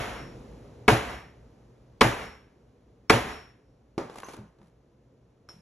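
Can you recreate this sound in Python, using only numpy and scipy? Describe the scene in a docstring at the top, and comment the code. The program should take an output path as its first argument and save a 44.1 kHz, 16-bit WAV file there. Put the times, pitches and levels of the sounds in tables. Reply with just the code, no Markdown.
"""At a heavy workbench a wooden maul drives a hand-held steel cutter through leather, about one blow a second.
Noise bursts make each crack, damped modes the booming bench and faint steel ring, decaying noise the room.
A lighter knock follows as the maul comes to rest; then tools clatter, scrape and clink over rumble and hiss.
The recorder's limiter ducks each blow."""
import sys
import numpy as np
from scipy import signal
from scipy.fft import rfft, irfft, next_fast_len
from scipy.io import wavfile
from scipy.ndimage import uniform_filter1d, minimum_filter1d, map_coordinates

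SR = 44100
rng = np.random.default_rng(int(sys.argv[2]) if len(sys.argv) > 2 else 0)


def inscribe(sig):
    """Save sig as 16-bit PCM at rate SR to the path in sys.argv[1].

    A 1-D sig is mono; a 2-D sig holds one channel per row.
    Samples are clipped to [-1, 1] before scaling.
    """
    pcm = np.round(np.clip(np.atleast_2d(sig).T, -1, 1) * 32767)
    wavfile.write(sys.argv[1], SR, pcm.astype(np.int16))


N = 247401
T = np.arange(SR) / SR  # one second, the length of every short sound

# spectrum of hard contacts and gritty slides: hz, relative_db_per_hz
TICK = [(500, -4), (2500, -7.5), (4500, -12), (6200, -14), (8500, -13), (11000, -11), (13000, -35),
        (15000, -54.5)]
# hardwood handle: hz, level_db, t60_s
HANDLE_MODES = [(1052, -0.5, 0.012), (1497, -3.5, 0.0078), (2700, -14, .012)]
# racked steel tool: hz, level_db, t60_s
RACK_MODES = [(6140, 0.5, 0.056), (6450, -6.5, 0.081), (11000, -19, 0.073)]
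# hand-held cutter when touched: hz, level_db, t60_s
CUTTER_MODES = [(1530, -4, .018), (2710, -6, .016), (3250, -10, .016), (5350, -0.5, 0.16), (5530, -1, 0.13)]


def amp(db):
    """Decibels to gain."""
    return 10 ** (np.asarray(db) / 20)


def unit(x):
    """Scale to rms 1."""
    return x / np.sqrt(np.mean(x ** 2) + 1e-20)


def along(points, hz):
    """Interpolate (hz, value) points on a log frequency axis."""
    f, v = np.transpose(points)
    return np.interp(np.log(hz + 1), np.log(f + 1), v)


def filtered(x, response):
    """Multiply the spectrum of x by a response of frequency."""
    n = x.shape[-1]
    m = next_fast_len(n + SR // 10)
    hz = np.fft.rfftfreq(m, 1 / SR)
    return irfft(rfft(x, m) * response(hz), m)[..., :n]


def add(track, start_s, sound):
    """Mix a sound in, trimmed to the track."""
    start = round(start_s * SR)
    part = sound[..., max(-start, 0):track.shape[-1] - start]
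    first = max(start, 0)
    track[..., first:first + part.shape[-1]] += part


def noise(spectrum):
    """One second of coloured noise, the same in both channels."""
    return unit(filtered(rng.standard_normal(SR), lambda hz: amp(along(spectrum, hz))))


def diffuse(spectrum, size=SR):
    """Coloured noise arriving from all sides: mid and side shares set the channel likeness."""
    # left-right likeness of diffuse sound: hz, correlation
    alike = [(150, 0.99), (350, .93), (800, 0.39), (1300, .55), (2000, 0.78), (2700, 0.72), (4400, .5),
             (5900, 0.86), (7500, 1), (11000, 1)]

    def mid_side_gain(hz):
        angle_rad = np.arccos(np.clip(along(alike, hz), -1, 1)) / 2
        return amp(along(spectrum, hz)) * [np.cos(angle_rad), np.sin(angle_rad)]

    mid, side = filtered(rng.standard_normal((2, size)), mid_side_gain)
    return unit(np.array([mid + side, mid - side]))


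def strike(t60_s, rise_s, delay_s=0):
    """An envelope that waits, rises and dies away exponentially."""
    age_s = np.maximum(T - delay_s, 0)
    return (1 - np.exp(-age_s / rise_s)) * amp(-60 * age_s / t60_s)


def mode(hz, level_db, t60_s, rise_s, delay_s=0):
    """One damped vibration: a sine under a strike envelope."""
    tone = np.sin(2 * np.pi * hz * (T - delay_s))
    return amp(level_db) * tone * strike(t60_s, rise_s, delay_s)


def wobble(knots_per_s):
    """One second of a smooth random curve."""
    return map_coordinates(rng.standard_normal(int(knots_per_s) + 4), [T * knots_per_s])


def room(spectrum, build_s):
    """The workshop's answer to a short sound: noise whose frequencies each die at their own speed."""
    # reverberation time: hz, t60_s
    room_t60 = [(60, .6), (250, .45), (700, 0.45), (2000, 0.51), (5000, 0.45), (11000, 0.43)]
    hz, t_s, z = signal.stft(diffuse(spectrum), SR, nperseg=256)
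    decay = amp(-60 * t_s / along(room_t60, hz)[:, None])
    tail = signal.istft(z * decay, SR, nperseg=256)[1][:, :SR]
    return tail * (1 - np.exp(-T / build_s))


def chatter():
    """The maul makes three contacts, each weaker, plus a strong one as the blade reaches the board."""
    gap_s, loss_db = 0.0038, 5.5
    through_s, through_db = 0.0072, 0
    return [(k * gap_s, -k * loss_db) for k in range(3)] + [(through_s, through_db)]


def crack():
    """Broadband noise, one burst per contact of the chatter."""
    # contact noise: hz, relative_db_per_hz
    crack_spectrum = [(100, -15.5), (600, -2.5), (2000, 1.5), (3500, -0.5), (4200, -3), (5000, -0.5),
                      (6000, -10.5), (7400, -14.5), (8200, -8), (11000, -17), (13000, -31), (16000, -50)]
    bursts = sum(amp(level_db) * strike(0.021, 0.0014, delay_s) for delay_s, level_db in chatter())
    return amp(-8) * noise(crack_spectrum) * bursts


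def bench_top():
    """Maul, cutter and bench top ring together; slower low-pitched bending waves arrive last."""
    # joint modes: hz, level_db, t60_s
    top_modes = [(243, 1, .13), (285, -4, .05), (433, 3, .08), (570, -10, .1), (723, -1, .08),
                 (803, -10, .08), (898, -3, .07), (958, -1, .05), (1135, -3, .07), (1243, -3, .07),
                 (1410, -3, .05), (1646, -2, .06), (1792, -7, .05), (1992, -5, .06), (2238, 0, .045),
                 (2565, -8, .04), (3040, -12, .035), (3330, -13, .035), (3470, -10, .035)]
    return amp(-8.5) * sum(mode(hz, level_db + rng.normal(0, 1), t60_s, 0.0015, .09 / np.sqrt(hz))
                           for hz, level_db, t60_s in top_modes)


def bench_frame():
    """The frame and floor boom as damped modes, some set going only by the rebound."""
    # frame and floor modes: hz, level_db, t60_s, delay_s
    frame_modes = [(43, -20.5, .45, .006), (56.9, -20.5, 0.55, 0.0033), (68.6, -20.5, 0.69, 0.0077),
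                   (118, -7, 0.033, 0.002), (117.5, 1, .17, 0.038), (159, -15, 0.17, 0.036),
                   (210, -12.5, .2, .016), (227.8, -12, 0.26, 0.011), (321.4, -10, 0.26, .012),
                   (425, -12, 0.07, 0.0089), (560, -10.5, 0.33, 0.011)]
    return amp(-7) * sum(mode(hz, level_db, t60_s, .004, delay_s)
                         for hz, level_db, t60_s, delay_s in frame_modes)


def rattle():
    """Loose tools on the bench jump and rattle: a decaying burst of diffuse noise."""
    # tool noise: hz, relative_db_per_hz
    rattle_spectrum = [(30, -14), (150, -9.5), (300, 6.5), (600, -4), (1100, 1), (2000, -7.5),
                       (4000, -17.5), (7000, -24.5), (11000, -25.5), (13500, -46.5), (15000, -91)]
    return amp(-8.5) * diffuse(rattle_spectrum) * strike(0.18, 0.0037)


def steel_ring():
    """The cutter's thin tone builds up slowly, beats and wavers in the room."""
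    # steel modes, the lowest two a beating pair: hz, level_db, t60_s
    steel_modes = [(5484, -1, .62), (5487, -6, .62), (10104, -20, .7), (10573, -16, .42)]
    waver = amp(-29.5 + 1.3 * wobble(45))
    return waver * sum(mode(hz, level_db, t60_s, 0.14) for hz, level_db, t60_s in steel_modes)


def hall(top):
    """The room answers the broad crack and keeps the bench top's notes alive."""
    # room response: hz, relative_db_per_hz
    hall_spectrum = [(25, -23.5), (45, -3), (150, -2.5), (400, 0.5), (750, 3), (1200, -1.5), (2000, -4),
                     (3000, -9), (4800, -17), (6500, -18), (9000, -23), (11200, -17), (12700, -41),
                     (15000, -91)]
    answer = amp(-9.5) * room(hall_spectrum, build_s=0.011)
    top_source = top[None] / np.linalg.norm(top)
    notes = signal.fftconvolve(room(hall_spectrum, build_s=0.002), top_source, axes=1)[:, :SR]
    return answer + amp(-29) * notes


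def blows():
    """Each blow cracks on the cutter, spreads through the bench and fills the room."""
    # maul blows, the first already dying away: start_s, force_db, boom_db, ring_db, crack_db
    blow_list = [(-.07, 0, -1.5, 0, 0), (0.8795, 3, 1, -5.5, -4), (2.009, -0.5, -1.5, -1.5, 2),
                 (3.097, -0.5, -2.5, 1.5, 2)]
    out = np.zeros((2, N))
    for start_s, force_db, boom_db, ring_db, crack_db in blow_list:
        top = bench_top()
        # driven hard only while the blade bites through the leather
        biting = .5 - .5 * np.tanh((T - .0108) / 0.003)
        driven = top * amp(4.87 * biting)
        direct = amp(crack_db) * crack() + driven + amp(boom_db) * bench_frame()
        sound = direct + rattle() + amp(ring_db) * steel_ring() + hall(top)
        add(out, start_s, amp(force_db) * sound)
    return out


def background():
    """A low room rumble under a thin hiss; both sink quickly at first, then level off."""
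    # room rumble: hz, relative_db_per_hz
    rumble_spectrum = [(20, -24.5), (40, -8), (58, 5.5), (85, -9), (120, 4), (160, -6), (250, -4.5),
                       (330, -8.5), (470, -6.5), (700, -16), (1200, -25), (3000, -46.5), (8000, -110)]
    # hiss: hz, relative_db_per_hz
    hiss_spectrum = [(300, -4), (1000, -1), (2000, -4), (4500, -9), (6300, -10), (8500, -16),
                     (11200, -14.5), (12800, -37), (15000, -80)]
    rumble_db, rumble_extra_db = -62, 23.5  # resting level, starting excess
    hiss_db, hiss_extra_db = -79.5, 24
    settle_s = 1.285
    unsettled = np.exp(-np.arange(N) / SR / settle_s)
    rumble = amp(rumble_db + rumble_extra_db * unsettled) * diffuse(rumble_spectrum, size=N)
    hiss = amp(hiss_db + hiss_extra_db * unsettled) * diffuse(hiss_spectrum, size=N)
    return rumble + hiss


def clatter():
    """The maul meets the bench and nudges tools; harder contacts tick more, thud less, sound higher."""
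    # lighter knocks and clatter: start_s, level_db, hardness (0-1)
    knocks = [(3.979, -19.5, 0.29), (4.097, -34, .55), (4.157, -35, 0.8), (4.182, -39, .6),
              (4.233, -36, 0.78), (4.285, -33.5, .55), (4.335, -35, 0.6), (4.375, -39, .2),
              (4.586, -52.5, .1), (4.615, -50.5, 0.42), (5.488, -43, 0.96)]
    # thud modes: hz, level_db, t60_s
    knock_modes = [(259.6, -12.5, 0.21), (338.5, -1, 0.091), (397, -6.5, 0.16), (547, -10.5, 0.14)]
    # wooden contact: hz, relative_db_per_hz
    wood_spectrum = [(60, -15), (300, 2.5), (950, -1), (1600, -10), (3000, -21), (5000, -23), (11000, -36),
                     (15000, -100)]
    out = np.zeros((2, N))
    for start_s, level_db, hardness in knocks:
        # values when soft and when hard
        tick_db = np.interp(hardness, [0, 1], [-36.5, -6])
        thud_db = np.interp(hardness, [0, 1], [4, -20])
        note_hz = np.interp(hardness, [0, 1], [407, 1324])
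        wood = amp(-2) * noise(wood_spectrum) * strike(0.03, 0.00049)
        wood_room = amp(-14.5) * room(wood_spectrum, build_s=0.0015)
        note = mode(note_hz, -10.5, 0.046, 0.00025)
        tick = noise(TICK) * strike(0.03, 0.00032) + amp(-7) * room(TICK, build_s=0.0036)
        thud = sum(mode(hz, mode_db, t60_s, 0.003) for hz, mode_db, t60_s in knock_modes)
        sound = wood + wood_room + note + amp(tick_db) * tick + amp(thud_db) * thud
        add(out, start_s, amp(level_db) * sound)
    return out


def rocking():
    """The maul's head lands dully and rocks to rest: fading bumps of low damped modes."""
    # landings: start_s, level_db
    landings = [(4.003, -39.5), (4.39, -35.5), (4.59, -50), (5.541, -48)]
    # bump modes: hz, level_db, t60_s
    bump_modes = [(117.3, -6, 0.11), (164.7, -13, 0.26), (203, -8, 0.13)]
    rock_s, rock_loss_db = .024, 3.5  # per rock
    out = np.zeros((2, N))
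    for start_s, level_db in landings:
        for k in range(3):
            bump = sum(mode(hz, mode_db + rng.normal(0, 4.5), t60_s, 0.0015)
                       for hz, mode_db, t60_s in bump_modes)
            add(out, start_s + k * rock_s, amp(level_db - k * rock_loss_db) * bump)
    return out


def scuffs():
    """Steel and leather slide on the bench: gritty noise under a bell-shaped stroke."""
    # slides: middle_s, level_db, half_length_s
    slides = [(4.179, -53, .03), (4.313, -53, 0.041), (4.655, -74.5, 0.038)]
    out = np.zeros((2, N))
    for middle_s, level_db, half_s in slides:
        stroke = np.exp(-.5 * ((T - .5) / half_s) ** 2)
        grit = unit(diffuse(TICK) * amp(5.2 * wobble(250)))
        add(out, middle_s - .5, amp(level_db) * stroke * grit)
    return out


def clinks():
    """Touching tools ring briefly and unevenly; the room smears each ring into a band."""
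    # contacts: start_s, level_db, modes that ring
    contacts = [(4.233, -24, HANDLE_MODES), (4.244, -45.5, RACK_MODES), (4.282, -52, RACK_MODES),
                (5.489, -47, CUTTER_MODES)]
    out = np.zeros((2, N))
    for start_s, level_db, modes in contacts:
        for hz, mode_db, t60_s in modes:
            spread = 1.15 + .007 / t60_s  # the shorter the ring, the wider its band
            band = [(hz / spread, -50), (hz, 0), (hz * spread, -50)]
            ring = mode(hz, 0, t60_s, 0.00033) * amp(3.5 * wobble(180))
            # a longer ring puts more energy into the room
            smear = amp(-4) * np.sqrt(t60_s) * room(band, build_s=0.0054)
            add(out, start_s, amp(level_db + mode_db) * (ring + smear))
    return out


def limiter(x, ceiling_db, hold_s, release_s, start_db, recovery_s):
    """Gain drops at once on a loud sound, holds, climbs back; a set opening gain climbs from start_db to 0 dB."""
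    power = np.abs(uniform_filter1d(np.mean(x ** 2, axis=0), size=256))
    needed_db = np.minimum(ceiling_db - 10 * np.log10(power + 1e-12), 0)
    # positive origins make both windows look back in time
    h, r = int(hold_s * SR / 2), int(release_s * SR / 2)
    held_db = minimum_filter1d(needed_db, 2 * h + 1, origin=h, mode="constant")
    released_db = uniform_filter1d(held_db, 2 * r + 1, origin=r, mode="constant")
    gain_db = np.minimum(held_db, released_db)
    opening_db = np.interp(np.arange(N) / SR, [0, recovery_s], [start_db, 0])
    return x * amp(np.minimum(gain_db, opening_db))


def scene():
    """Everything heard at the bench."""
    return blows() + background() + clatter() + rocking() + scuffs() + clinks()


def record(dry):
    """The recorder shifts left and right apart in phase in the treble, limits, rounds peaks and cuts the top."""
    # lead of the left channel: hz, phase_rad
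    left_lead = [(1600, 0), (2700, .7), (4000, .9), (4600, 1.9), (5300, 5.6), (6200, 6.35), (7200, 7.5),
                 (8600, 9.2), (10000, 10.2), (12000, 12.57)]
    top_hz = 15600
    sides = np.array([[1], [-1]])
    pair = filtered(dry, lambda hz: np.exp(.5j * along(left_lead, hz) * sides))
    held = limiter(pair, ceiling_db=-9, hold_s=0.13, release_s=0.079, start_db=-14, recovery_s=0.19)
    rounded = held / (1 + (held / .92) ** 8) ** (1 / 8)
    return filtered(rounded, lambda hz: hz < top_hz)


dry = scene()
out = record(dry)
inscribe(out)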